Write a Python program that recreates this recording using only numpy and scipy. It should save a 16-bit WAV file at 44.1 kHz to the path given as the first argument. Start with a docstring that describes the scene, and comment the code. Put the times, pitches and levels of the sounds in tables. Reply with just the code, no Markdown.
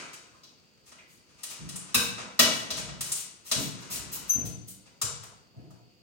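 """Sharp wooden snaps, rubs and creaks echo round a bare stone room, with dull bumps and a thin squeak.
A few metres away, a wooden folding ruler is swung open and set against a window frame. Its joints snap
home and rub, its slats ring, and its tip taps and squeaks on the frame. The bumps make the room boom,
and near the end a shoe scuffs faintly twice.
Nearly everything arrives as echoes, over faint steady air from the open door."""
import sys
import numpy as np
from scipy import signal
from scipy.fft import rfft, irfft, next_fast_len
from scipy.io import wavfile
from scipy.ndimage import uniform_filter1d

SR = 44100
rng = np.random.default_rng(int(sys.argv[2]) if len(sys.argv) > 2 else 0)


def master(y):
    """Save y as 16-bit WAV."""
    cut = np.clip(np.atleast_2d(y).T, -1, 1)
    pcm = np.round(cut * 32767)  # scale
    wavfile.write(sys.argv[1], SR, pcm.astype(np.int16))


N = 265855
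TIME = np.arange(N) / SR
LEAD = SR // 4   # samples before time zero, when the ruler is already moving

# The pitches at which the slats ring, and how strongly for each place they are struck:
# (pitch [Hz], width [Hz], outer joint [dB], inner joint [dB], middle joint [dB], tip [dB])
SLAT_TONES = [(246, 39, 2, -4, -6, -15.5), (484.3, 20, 3.5, -11.5, -4, -2), (634, 45, -11.5, 0, 2, -9.5),
              (1175, 86, 0, -15, -16.5, -3.5), (1287, 160, -17.5, -5.5, -15, -6),
              (1556, 80, 2.5, -13.5, -17, -19.5), (1918, 63, -10.5, 1.5, -19, -30.5),
              (2310, 44, -11.5, -1, -8, -12), (2617, 180, 5.5, -9.5, -17, -22),
              (2920, 120, -11, 0.5, -6, -14.5), (3400, 130, -12.5, -2, -4, -18.5),
              (3803, 140, 7, -7, -6.5, -14.5), (4004, 140, -4, -2.5, 0, -18),
              (4480, 200, -10, -6, -6, -18.5), (5116, 200, 2, -2.5, -4.5, -9),
              (5920, 540, -15.5, -9.5, -9, -10), (6530, 120, -7, -10, -8, -12),
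              (7270, 160, -13, -11, -8.5, 4.5), (8740, 230, -9, -13.5, -16.5, -18.5)]
# How sound differs at the left and right microphone openings, which fall out of step in the high treble:
# (frequency [Hz], likeness [0-1], left ahead by [radians], left louder by [dB])
MIC_OPENINGS = [(45, 1, -1.5, 1), (130, 0.8, -1.5, 1), (455.52, 0.48, 0, 0.5), (1405.9, 0.17, 2.5, -1.5),
                (2930, .35, 1, 1.5), (4453.4, 0, 0.55, 3.5), (6150, 0, -1.5, 6.5), (7460, 0.5, 2.5, 7),
                (8412.4, 0.9, -.5, 1.5), (10380, 1, -1.5, 0), (9760, 1, -3, -1.5), (11940, 1, -4.5, 0),
                (12860, 0.1, -5.5, 0), (14430, .95, -12, 0.5)]


def from_db(db):
    """Turn decibels into a number to multiply by."""
    return 10 ** (np.asarray(db) / 20)


def rms_one(x):
    """Scale a sound so that its average strength (rms) is 1."""
    return x / np.sqrt(np.mean(x ** 2) + 1e-20)


def at_hz(points, hz, column=1):
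    """Read a table between its rows, with every octave equally wide."""
    points = np.array(points, float)
    return np.interp(np.log(np.maximum(hz, 1)), np.log(points[:, 0]), points[:, column])


def coloured(x, points):
    """Shape a sound's tone with a curve of (frequency [Hz], level [dB])."""
    size = 4096
    gains = from_db(at_hz(points, np.fft.rfftfreq(size, 1 / SR)))
    cepstrum = irfft(np.log(gains))
    cepstrum[1:size // 2] *= 2   # minimum phase: the filter never rings ahead of the sound
    cepstrum[size // 2 + 1:] = 0
    return signal.fftconvolve(x, irfft(np.exp(rfft(cepstrum))))[:len(x)]


def resonance(x, hz, width_hz):
    """Ring at one pitch; the narrower the width, the longer the ring."""
    r = np.exp(-np.pi * width_hz / SR)
    feedback = [1, -2 * r * np.cos(2 * np.pi * hz / SR), r * r]
    return signal.lfilter(np.array([1, 0, -1]) * (1 - r * r) / 2, feedback, x + 1e-18)


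def add(track, s, sound):
    """Mix a sound into a track, s seconds after time zero."""
    start = LEAD + round(s * SR)
    track[start:start + len(sound)] += sound[:len(track) - start]


def stroke(t, length, rise):
    """A push that builds over the share `rise` of its length and then eases off."""
    progress = t / max(length, .005)
    return np.clip(progress / max(rise, .01), 0, 1) * np.sqrt(np.clip(1 - progress, 0, 1))


def touch(x, body_db, top_db, edge_db):
    """Firm contacts bring out the wooden body, sharp ones the brassy edge and the highest treble."""
    low_db = body_db - 0.30453 * edge_db   # more edge thins the low wood tone
    return coloured(x, [(600, low_db), (1400, body_db), (4000, 0.00337), (5500, 0.012),
                        (9300, edge_db), (13000, top_db)])


def friction(push, bright_db, slips_per_s=1500, spread_db=3.0):
    """Sliding is many tiny slips of uneven size; a brighter slide has less body and more edge."""
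    sizes = from_db(spread_db * np.minimum(rng.exponential(1, len(push)), 4))
    signs = rng.choice([-1, 1], len(push))
    slips = rms_one(sizes * signs * (rng.random(len(push)) < slips_per_s / SR))
    return touch(slips * push, body_db=-1.5 - 0.39 * bright_db, top_db=bright_db, edge_db=0.26 * bright_db)


def rubs(ring_db=-11.0):
    """The ruler slides on wood, on brass and through the fingers; the slips also make the slats ring."""
    # Slat rubbing on slat or frame, often just after a click; wood is below 0 in brightness, brass above:
    # (time [s], length [s], level [dB], brightness [dB])
    strokes = [(-0.07, 0.071, -33.5, -13.5), (0.125, 0.02, -34, 0.5), (0.85, 0.057, -46, 2),
               (1.066, 0.11, -55, 10.5), (1.363, 0.11, -53, -3.5), (1.487, 0.045, -33, 5.5),
               (1.97, 0.11, -34.5, 16.5), (2.168, 0.057, -32.5, -20), (2.419, 0.22, -33.5, 5),
               (2.76, 0.036, -24.5, -1.5), (3.034, 0.08, -34, 8), (3.145, 0.076, -32.5, 12.5),
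               (3.441, 0.087, -38.5, 10.5), (3.565, 0.12, -34.5, 14), (3.795, .03, -52.5, 14),
               (3.894, 0.086, -29.5, 13.5), (4.111, 0.055, -32.5, 19), (4.27, .05, -39.5, 16.5),
               (4.445, 0.023, -32.5, 13.5), (4.669, 0.052, -45.5, 21.5), (4.848, 0.037, -50.5, -15.5)]
    # Faint sliding through the fingers: (time [s], level [dB])
    fingers = [(0.05, -49), (0.2, -61), (0.6, -68.5), (1.2, -67), (1.45, -52.5), (1.55, -50.5), (1.85, -49),
               (2.6, -57.5), (3.35, -62.5), (3.8, -47.5), (4.3, -47.5), (4.6, -66.5), (5.4, -75)]
    # The tone of all the rubbing: (frequency [Hz], level [dB])
    rub_tone = [(60, -13), (250, -4.5), (750, -4), (1250, 0.5), (1800, -3), (2500, 0.5), (3300, -3),
                (5000, -1.5), (7000, 0.5), (9500, -2.5), (13000, -12.5), (16000, -13)]
    out, t = np.zeros(LEAD + N), TIME[:SR // 3]
    for s, length, level_db, bright_db in strokes:
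        add(out, s, friction(from_db(level_db) * stroke(t, length, rise=0.22), bright_db))
    finger_push = from_db(np.interp(TIME, *np.transpose(fingers)))
    add(out, 0, friction(finger_push, bright_db=-13.5, slips_per_s=350, spread_db=4.0))
    ring = sum(from_db(np.mean(dbs)) * resonance(out, hz, width) for hz, width, *dbs in SLAT_TONES)
    return 2 * coloured(out + from_db(ring_db) * ring, rub_tone)


def creaks_and_scuffs(slips_per_s=900, length_s=0.03, width_share=0.42):
    """A slat creaks or a shoe scuffs: quick uneven slips ring around one pitch."""
    # Short creaks of a slat gripping and, near the end, two faint shoe scuffs:
    # (time [s], level [dB], pitch [Hz])
    scrapes = [(-0.03, -36.5, 2250), (0.02, -42, 1230), (0.332, -52.5, 1150), (0.43, -50, 4300),
               (0.976, -45, 2250), (4.148, -38, 1084), (5.541, -54, 719), (5.698, -54, 724)]
    out, t = np.zeros(LEAD + N), TIME[:SR // 4]
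    for s, level_db, hz in scrapes:
        slips = rng.standard_normal(len(t)) * (rng.random(len(t)) < slips_per_s / SR)
        width_hz = width_share * hz
        tone = rms_one(resonance(resonance(slips, hz, width_hz), hz, width_hz))
        add(out, s, from_db(level_db) * tone * stroke(t, length_s, rise=0.071))
    return out


def surrounding_noise(size):
    """Noise reaches the microphone from all sides: give its frequencies and left and right spectra."""
    hz = np.fft.rfftfreq(size, 1 / SR)
    left, other = rfft(rng.standard_normal((2, size)))
    alike = np.clip(at_hz(MIC_OPENINGS, hz), 0, .99)
    lag = np.exp(-1j * at_hz(MIC_OPENINGS, hz, column=2))
    right = alike * left * lag + np.sqrt(1 - alike ** 2) * other
    return hz, np.array([left, right])


def door_air(level_db=-64, band_hz=(4330, 5060), band_db=14.5):
    """Faint steady air comes through the open door with a narrow band of hiss, perhaps far insects."""
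    # The tone of the air: (frequency [Hz], level [dB])
    air_tone = [(25, -15.5), (60, 0.5), (140, 4.5), (250, -0.5), (500, -4), (1000, -19), (1850, -20.5),
                (2700, -10), (3700, -17.5), (5400, -22.5), (7000, -20), (9500, -33.5), (12000, -26.5),
                (16000, -26)]
    size = next_fast_len(N)
    hz, noise = surrounding_noise(size)
    air = rms_one(irfft(noise * from_db(at_hz(air_tone, hz)), size)[:, :N])
    band_filter = signal.butter(6, band_hz, "band", fs=SR, output="sos")
    hiss = signal.sosfilt(band_filter, air[:, ::-1])   # played backwards, the air acts as fresh noise
    return from_db(level_db) * (air + from_db(band_db) * hiss)


def colourless(x):
    """Even out the tone of a short rattle, so that only the thing it strikes gives it pitch."""
    size = 4096
    power = uniform_filter1d(np.abs(rfft(x, size)) ** 2, size=5)
    correction_db = -10 * np.log10(power + 1e-9)
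    return coloured(x, np.c_[np.fft.rfftfreq(size, 1 / SR), correction_db][1:])


def clicks(rattle_s=0.0028, halving_db=19.5, detune=0.0016):
    """A joint snaps home or the tip taps: a blow and a tiny rattle crack and set the slats ringing."""
    # Snaps and taps: (time [s], level [dB], wooden body [dB], brassy edge [dB], highest treble [dB],
    # slat ring [dB], place struck [name])
    hits = [(0.433, -45, -10.5, -18, -8, -2, "middle"), (0.917, -49, 6.5, -4, -17, -2, "inner"),
            (1.432, -34, -6, 4, 4.5, 0, "inner"), (1.688, -37.5, -6.5, 3, -3.5, 4, "inner"),
            (1.757, -39.5, 1, 11.5, 1.5, -2.5, "tip"), (1.943, -17, 0.5, 2.5, 9.5, 8, "outer"),
            (2.391, -10.5, -1, -5.5, 5, 8, "inner"), (2.703, -25, -3, -9, -6, 4.5, "middle"),
            (2.886, -39.5, 4, -13, -23.5, 1, "inner"), (3.007, -29, -3.5, 4, 3.5, -6, "inner"),
            (3.117, -28, -10.5, 9, 2, -0.5, "tip"), (3.513, -18.5, -3, -3, -3, 2.5, "middle"),
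            (4.681, -50, -16, 14, -3, -2, "inner"), (5.014, -22.5, -4, -0.5, 1.5, 10, "tip"),
            (5.232, -43, 5, -2, -1.5, -14, "tip"), (5.704, -58.5, 5.5, -4.5, 2, 2, "tip")]
    # Names of the places struck, in the order of the last four columns of SLAT_TONES
    places = ["outer", "inner", "middle", "tip"]
    # The tone of the bare crack: (frequency [Hz], level [dB])
    crack_tone = [(60, -17.5), (200, -22.5), (600, -7), (1100, -3.5), (2000, -7), (3500, -5.5), (6500, -2),
                  (9000, 0.5), (13000, -10), (16000, -8.5)]
    out, t = np.zeros(LEAD + N), TIME[:SR // 4]
    blow = 1.0 * (t == 0)
    for s, level_db, body_db, edge_db, top_db, ring_db, place in hits:
        fade_s = max(rattle_s * .5 ** (edge_db / halving_db), .0005)   # sharper hits rattle more briefly
        rattle = rng.standard_normal(len(t)) * np.exp(-t / fade_s)
        force = colourless(blow + rattle / np.linalg.norm(rattle))
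        grip = 1 + detune * rng.standard_normal()   # the hands shift the pitches a little each time
        ring = sum(from_db(dbs[places.index(place)]) * resonance(force, hz * grip, width)
                   for hz, width, *dbs in SLAT_TONES)
        snap = rms_one(coloured(force, crack_tone) + from_db(ring_db) * ring) / 2
        add(out, s, from_db(level_db) * touch(snap, body_db, top_db, edge_db))
    return out


def bumps():
    """Hard snaps and soft bumps, probably hands on the frame and shifting feet, make the room boom."""
    # Dull bumps: (time [s], length [s], level [dB], strongest pitch [Hz],
    # level at a third of that pitch [dB], level at three times that pitch [dB])
    knocks = [(1.578, 0.12, -39, 162, -6, -24.5), (1.944, 0.045, -33.5, 137, -6, -11),
              (2.395, 0.063, -33, 222, -7.5, -17.5), (2.678, 0.36, -44.5, 150, -2.5, -19),
              (3.546, 0.086, -31.5, 174, -5, -19), (3.878, 0.43, -48.5, 137, 0, -8.5),
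              (4.333, 0.15, -35, 120, -12, -15.5), (5.018, 0.054, -39, 106, -31, -24.5),
              (5.554, 0.081, -42.5, 116, -28, -16)]
    # The low pitches at which the room rings: (pitch [Hz], width [Hz], level [dB])
    room_tones = [(35.7, 6, -12), (70, 5, 6), (90, 10, -5), (116, 8.3, -2.5), (134, 14, -2.5), (150, 18, 2),
                  (180.4, 15, 5.5), (205, 18, -5), (254, 26, 1.5), (288, 18, -1.5)]
    # The tone of the bare thud: (frequency [Hz], level [dB])
    thud_tone = [(20, -29), (50, -21), (110, -6.5), (220, -14.5), (350, -5), (700, -6.5), (1500, -42),
                 (4000, -62)]
    out, t = np.zeros(LEAD + N), TIME[:SR]
    for s, length, level_db, hz, deep_db, upper_db in knocks:
        push = rng.standard_normal(len(t)) * stroke(t, length, rise=0.12)
        push = coloured(push, [(hz / 3, deep_db), (hz, 0), (hz * 3, upper_db)])
        boom = sum(from_db(db) * resonance(push, pitch, width) for pitch, width, db in room_tones)
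        bump = rms_one(coloured(push, thud_tone) + boom)
        add(out, s, from_db(level_db) * np.sqrt(length) * bump)
    return out


def squeaks(start_hz=6123, rise_hz=65, waver_hz=18, octave_db=-7.0):
    """The tip sticks and slips thousands of times a second, making brief rising, wavering whistles."""
    # Skids of the tip on the frame: (time [s], length [s], level [dB])
    skids = [(4.291, 0.014, -5.5), (4.325, 0.058, -30), (4.448, 0.018, -37)]
    out, t = np.zeros(LEAD + N), TIME[:SR // 4]
    for s, length, level_db in skids:
        waver = rms_one(uniform_filter1d(rng.standard_normal(len(t)), size=70))
        pitch_hz = start_hz + rise_hz * t / length + waver_hz * waver
        phase = 2 * np.pi * np.cumsum(pitch_hz) / SR
        whistle = np.sin(phase) + from_db(octave_db) * np.sin(2 * phase)
        add(out, s, from_db(level_db) * stroke(t, length, rise=0.18) * whistle)
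    return out


def evened(echoes):
    """Many crossing echoes treat nearby pitches about alike, so smooth out narrow humps in their tone."""
    power = np.sum(np.abs(rfft(echoes)) ** 2, axis=0)
    humps_db = 10 * np.log10(uniform_filter1d(power, size=60) / uniform_filter1d(power, size=900))
    points = np.c_[np.fft.rfftfreq(echoes.shape[1], 1 / SR), -humps_db][1:]
    return np.array([coloured(channel, points) for channel in echoes])


def room(x, early_db=5.0, early_s=0.0098, early_width_s=0.003, build_s=0.0027, gain_db=-37.5):
    """The window recess throws back a tight bunch of echoes; the room rings on, longest in the bass."""
    # How long the stone room rings: (frequency [Hz], time to fade by 60 dB [s])
    fade_times = [(60, 0.98), (250, 0.98), (700, 0.82), (1840, 0.7), (4850, 0.59), (8000, 0.46),
                  (13000, 0.1873), (16000, 0.15)]
    t = TIME[:SR * 3 // 2]
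    hz, noise = surrounding_noise(len(t))
    left_louder_db = at_hz(MIC_OPENINGS, hz, column=3)
    noise = noise * from_db([left_louder_db / 2, -left_louder_db / 2])
    centres_hz = np.geomspace(50, 16000, 18)
    tail = 0
    for centre, share in zip(centres_hz, np.eye(len(centres_hz))):
        band = irfft(noise * at_hz(np.c_[centres_hz, share], hz), len(t))
        tail = tail + band * np.exp(-np.log(1000) * t / at_hz(fade_times, centre))
    early_boost = from_db(early_db * np.exp(-.5 * ((t - early_s) / early_width_s) ** 2))
    build_up = np.clip(.1 + t / build_s, 0, 1)
    echoes = from_db(gain_db) * tail * early_boost * build_up
    return signal.fftconvolve(x[None], evened(echoes), axes=1)


def scene():
    """All the movement is heard through the room, over the air from the door."""
    movement = clicks() + rubs() + creaks_and_scuffs() + squeaks() + bumps()
    return room(movement)[:, LEAD:LEAD + N] + door_air()


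def record(dry):
    """Cut the deepest rumble and the very highest treble."""
    low_hz, high_hz = 42, 16100
    heard = signal.sosfilt(signal.butter(8, low_hz, "high", fs=SR, output="sos"), dry)
    return signal.sosfilt(signal.ellip(10, .2, 80, high_hz, fs=SR, output="sos"), heard)


dry = scene()
out = record(dry)
master(out)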